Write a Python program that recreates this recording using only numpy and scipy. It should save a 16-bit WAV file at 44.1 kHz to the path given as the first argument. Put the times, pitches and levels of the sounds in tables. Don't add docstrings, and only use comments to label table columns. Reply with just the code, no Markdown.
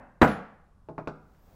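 import sys
import numpy as np
from scipy import signal
from scipy.fft import rfft, irfft, next_fast_len
from scipy.io import wavfile
from scipy.ndimage import uniform_filter1d

SR = 44100
rng = np.random.default_rng(int(sys.argv[2]) if len(sys.argv) > 2 else 0)


def to_wav(sig):
    pcm = np.clip(np.atleast_2d(sig), -1, 1) * 32767
    pcm = np.round(pcm).astype(np.int16)
    wavfile.write(sys.argv[1], SR, pcm.T)


N = 68355

# f/Hz, T60/s
ROOM_T60 = [(100, .46), (400, 0.58), (1500, 0.64), (4000, 0.47), (8000, .44), (15000, .3)]
ECHO_S, ECHO_DB = .0046, -4.5
EVEN_WIDTH_HZ = 70

# f/Hz, relative level/dB
FLOOR_COLOUR = [(20, -1), (60, 0.5), (110, -6.5), (200, -8), (290, -21), (700, -23.5), (1200, -23),
                (2200, -41), (5000, -45), (11000, -48.5), (15500, -59)]
FLOOR_DB = -59.5

# t/s, level/dB
SLIDE_LEVEL = [(.8, -93.5), (1.15, -77), (1.33, -65.5), (1.42, -65), (1.48, -60.5), (1.55, -59.5)]
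# f/Hz, relative level/dB
SLIDE_COLOUR = [(50, 4.5), (110, 0), (220, -2), (400, -5.5), (800, -5.5), (1500, -17.5), (3000, -26),
                (6000, -26.5), (10000, -33.5), (15500, -26)]
# t/s, f/Hz, level/dB
WHISTLE = [(1.36, 11400, -93), (1.41, 13600, -81), (1.445, 14300, -76), (1.48, 15300, -81),
           (1.55, 15500, -79)]
WHISTLE_CUTOFF_HZ = 150
STRAP_TICK_S, STRAP_TICK_DB, STRAP_TICK_T60_S = 1.347, -44, .03

# t/s, level/dB, contact cut-off f/Hz, then click, bench ring and ping,
# each as level/dB relative to the knock
KNOCKS = [(0.8871, 2, 880, -32.5, -42.5, -48.5), (0.9807, 8.5, 1296, -34, -46.5, -60),
          (1.074, 7.5, 1150, -20.5, -45.5, -35)]
# f/Hz, relative level/dB
KNOCK_COLOUR = [(30, -44), (80, -14), (130, -35.5), (220, 1.5), (400, 2), (650, -3), (1100, -1), (1500, -7),
                (1900, -8), (2450, -2.5), (3100, -16), (6000, -14.5), (15000, -2)]
KNOCK_PULSE_DB, KNOCK_BUILD_S, KNOCK_HOLD_S, KNOCK_T60_S, KNOCK_ROOM_DB = -3.5, .00082, .0023, .1, -18
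# f/Hz, relative level/dB
CLICK_COLOUR = [(500, 21.5), (1050, 9.5), (1450, 20), (1850, -5.5), (2500, 1.5), (3100, -12), (3700, -4.5),
                (5500, -11), (8000, -20), (12000, -38), (16000, -44)]
CLICK_PULSE_DB, CLICK_BUILD_S, CLICK_T60_S, CLICK_ROOM_DB = -9, .0024, .077, -19.5
# f/Hz, relative level/dB, T60/s
BENCH_SIDE_MODES = [(123, -8, .3), (156, -1, .38), (185, -8, .25), (275, -9, .3), (318, -3, .22),
                    (345, -4, .24), (412, -5, .24), (480, -6, .2), (620, -4, .2), (662, 1, .16),
                    (868, -2, .16), (1070, -4, .17)]
# f/Hz, relative level/dB, T60/s
PING_MODES = [(2510, 1.5, 0.0067), (3530, -17.5, 0.012)]
PING_BUILD_S = .00069

# t/s, level/dB
TICKS = [(0.2765, -7.5), (0.3137, -14.5)]
# f/Hz, relative level/dB
TICK_COLOUR = [(300, -27), (1500, 16.5), (3500, 1), (7000, -14), (9000, -38), (15000, -30)]
TICK_PULSE_DB, TICK_BUILD_S, TICK_T60_S, TICK_ROOM_DB = -9, .0005, .14, -11
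# f/Hz, relative level/dB, T60/s
HEAD_MODES = [(7072, -10, .22), (10195, -3, .18), (10435, 0, .19)]
HEAD_DB, HEAD_BUILD_S = -45.5, .0066

# t/s, level/dB
BLOWS = [(-.29, 4), (0.2146, 0)]
# f/Hz, relative level/dB
BLOW_COLOUR = [(25, -15), (70, -2), (130, -4), (280, -0.5), (390, -4), (620, -3.5), (1000, -6.5),
               (1280, -9), (1800, -12.5), (2150, -19.5), (2800, -26.5), (3400, -36), (5500, -44),
               (7500, -43), (10000, -50), (15500, -49)]
BLOW_DB, BLOW_PULSE_DB, BLOW_ROOM_DB = 36.5, -20.5, -14
BLOW_BUILD_S, BLOW_HOLD_S, BLOW_T60_S = .0015, .012, .15
# f/Hz, relative level/dB
CRACK_COLOUR = [(200, -3.5), (700, -4.5), (1800, 1), (2700, -7.5), (3300, -17.5), (3900, -5.5),
                (4600, -25.5), (8000, -30.5), (15000, -46)]
CRACK_DB, CRACK_DELAY_S, CRACK_T60_S = 17.5, .003, .02
# f/Hz, relative level/dB, T60/s
THUMP_MODES = [(135, -9, .1), (218, -3, .1), (290, -4, .1), (625, -3, .07), (810, -6, .06)]
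THUMP_DB, THUMP_DELAY_S, THUMP_BUILD_S = -12, .0012, .001
# f/Hz, relative level/dB, T60/s
BENCH_MODES = [(122, -3, .3), (146, 0, .36), (212, -1, .27), (236, 0, .33), (298, 0, .33), (338, -1, .2),
               (435, -3, .3), (503, -3, .33), (618, 0, .24), (641, -1, .28), (788, -2, .3), (977, -2, .24),
               (1015, -3, .24), (1463, -6, .27), (1570, -3, .18)]
BENCH_DB, BENCH_BUILD_S = -21, .00046
# f/Hz, relative level/dB, T60/s
ANVIL_MODES = [(7072, -15, .33), (14252, 0, .26)]
ANVIL_DB, ANVIL_BUILD_S = -46, .03

OVERLOAD = .68
TOP_HZ = 15800


def undb(db):
    return 10 ** (np.asarray(db) / 20)


def clock():
    return np.arange(N) / SR


def on_log(hz, points):
    f, value = np.array(points, float).T
    return np.interp(np.log(np.maximum(hz, 1)), np.log(f), value)


def colour(x, points):
    n = 2 * next_fast_len(N)
    hz = np.arange(n // 2 + 1) * SR / n
    cepstrum = irfft(np.log(undb(on_log(hz, points))))
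    cepstrum[1:n // 2] *= 2
    cepstrum[n // 2 + 1:] = 0
    response = np.exp(rfft(cepstrum))
    return irfft(rfft(x, n) * response)[:N]


def lowpass(x, hz, order=2):
    sos = signal.butter(order, min(hz, SR / 2 - 1), fs=SR, output="sos")
    return signal.sosfilt(sos, x)


def noise(points):
    x = colour(rng.standard_normal(N), points)
    return x / x.std()


def fade(t60, hold=0):
    return np.exp(-np.log(1000) * np.maximum(clock() - hold, 0) / t60)


def swell(build):
    return 1 - np.exp(-clock() / build)


def at(x, start):
    k = int(round(start * SR))
    padded = np.pad(x, (max(k, 0), max(-k, 0)))
    return padded[max(-k, 0):][:N]


def ring(modes, build):
    t = clock()
    total = 0
    for (hz, db, t60), turn in zip(modes, rng.random(len(modes))):
        total = total + undb(db) * fade(t60) * np.sin(2 * np.pi * (hz * t + turn))
    return total * swell(build)


def burst(points, t60):
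    x = rng.standard_normal(N) * fade(t60)
    return colour(x / np.linalg.norm(x), points)


def even(x):
    power = uniform_filter1d(abs(rfft(x)) ** 2, int(EVEN_WIDTH_HZ * N / SR))
    hz = np.arange(1, len(power) + 1) * SR / N
    return colour(x, np.c_[hz, -10 * np.log10(power)])


def room_tail():
    hz = np.arange(N // 2 + 1) * SR / N
    octave = np.clip(np.log2(np.maximum(hz, 1) / 125), 0, 7)
    air = rfft(rng.standard_normal(N))
    tail = 0
    for k in range(8):
        band = irfft(air * np.maximum(1 - abs(octave - k), 0), N)
        tail = tail + band * fade(on_log(125 * 2 ** k, ROOM_T60))
    return tail * swell(.005)


def impact(pulse_db, build, hold, t60, room_db):
    envelope = fade(t60, hold) * swell(build)
    clatter = envelope * rng.standard_normal(N)
    diffuse = (clatter + undb(room_db) * room_tail()) / np.linalg.norm(envelope)
    pulse = undb(pulse_db) * (clock() == 0)
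    return even(diffuse + pulse + undb(ECHO_DB) * at(pulse, ECHO_S))


def tick(start, db, t60):
    contact = impact(TICK_PULSE_DB, TICK_BUILD_S, 0, t60, TICK_ROOM_DB)
    return undb(db) * at(colour(contact, TICK_COLOUR), start)


def room_tone():
    return undb(FLOOR_DB) * noise(FLOOR_COLOUR)


def whistle():
    t = clock()
    times, hz, db = np.array(WHISTLE).T
    grain = lowpass(rng.standard_normal(N), WHISTLE_CUTOFF_HZ)
    grain = np.sqrt(2) * grain / grain.std()
    carrier = np.sin(2 * np.pi * np.cumsum(np.interp(t, times, hz)) / SR)
    return grain * carrier * undb(np.interp(t, times, db)) * (t > times[0])


def slide():
    brush = noise(SLIDE_COLOUR) * undb(np.interp(clock(), *np.array(SLIDE_LEVEL).T))
    return brush + whistle() + tick(STRAP_TICK_S, STRAP_TICK_DB, STRAP_TICK_T60_S)


def knocks():
    out = 0
    for start, db, contact_hz, click_db, ring_db, ping_db in KNOCKS:
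        thud = impact(KNOCK_PULSE_DB, KNOCK_BUILD_S, KNOCK_HOLD_S, KNOCK_T60_S, KNOCK_ROOM_DB)
        bench = undb(ring_db) * ring(BENCH_SIDE_MODES, BENCH_BUILD_S)
        body = lowpass(colour(thud, KNOCK_COLOUR) + bench, contact_hz, order=3)
        click = impact(CLICK_PULSE_DB, CLICK_BUILD_S, 0, CLICK_T60_S, CLICK_ROOM_DB)
        click = undb(click_db) * colour(click, CLICK_COLOUR)
        ping = undb(ping_db) * ring(PING_MODES, PING_BUILD_S)
        out = out + undb(db) * at(body + click + ping, start)
    return out


def rebound():
    head = undb(HEAD_DB) * ring(HEAD_MODES, HEAD_BUILD_S)
    out = 0
    for start, db in TICKS:
        out = out + tick(start, db, TICK_T60_S) + undb(db) * at(head, start)
    return out


def blows():
    out = 0
    for start, db in BLOWS:
        clatter = impact(BLOW_PULSE_DB, BLOW_BUILD_S, BLOW_HOLD_S, BLOW_T60_S, BLOW_ROOM_DB)
        clatter = undb(BLOW_DB) * colour(clatter, BLOW_COLOUR)
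        crack = undb(CRACK_DB) * at(burst(CRACK_COLOUR, CRACK_T60_S), CRACK_DELAY_S)
        thump = undb(THUMP_DB) * at(ring(THUMP_MODES, THUMP_BUILD_S), THUMP_DELAY_S)
        bench = undb(BENCH_DB) * ring(BENCH_MODES, BENCH_BUILD_S)
        anvil = undb(ANVIL_DB) * ring(ANVIL_MODES, ANVIL_BUILD_S)
        out = out + undb(db) * at(clatter + crack + thump + bench + anvil, start)
    return out


def scene():
    return (room_tone() + slide() + knocks() + rebound() + blows())[None]


def record(dry):
    rounded = dry / (1 + (dry / OVERLOAD) ** 4) ** (1 / 4)
    sos = signal.ellip(10, .2, 80, TOP_HZ, fs=SR, output="sos")
    return signal.sosfilt(sos, rounded)


dry = scene()
out = record(dry)
to_wav(out)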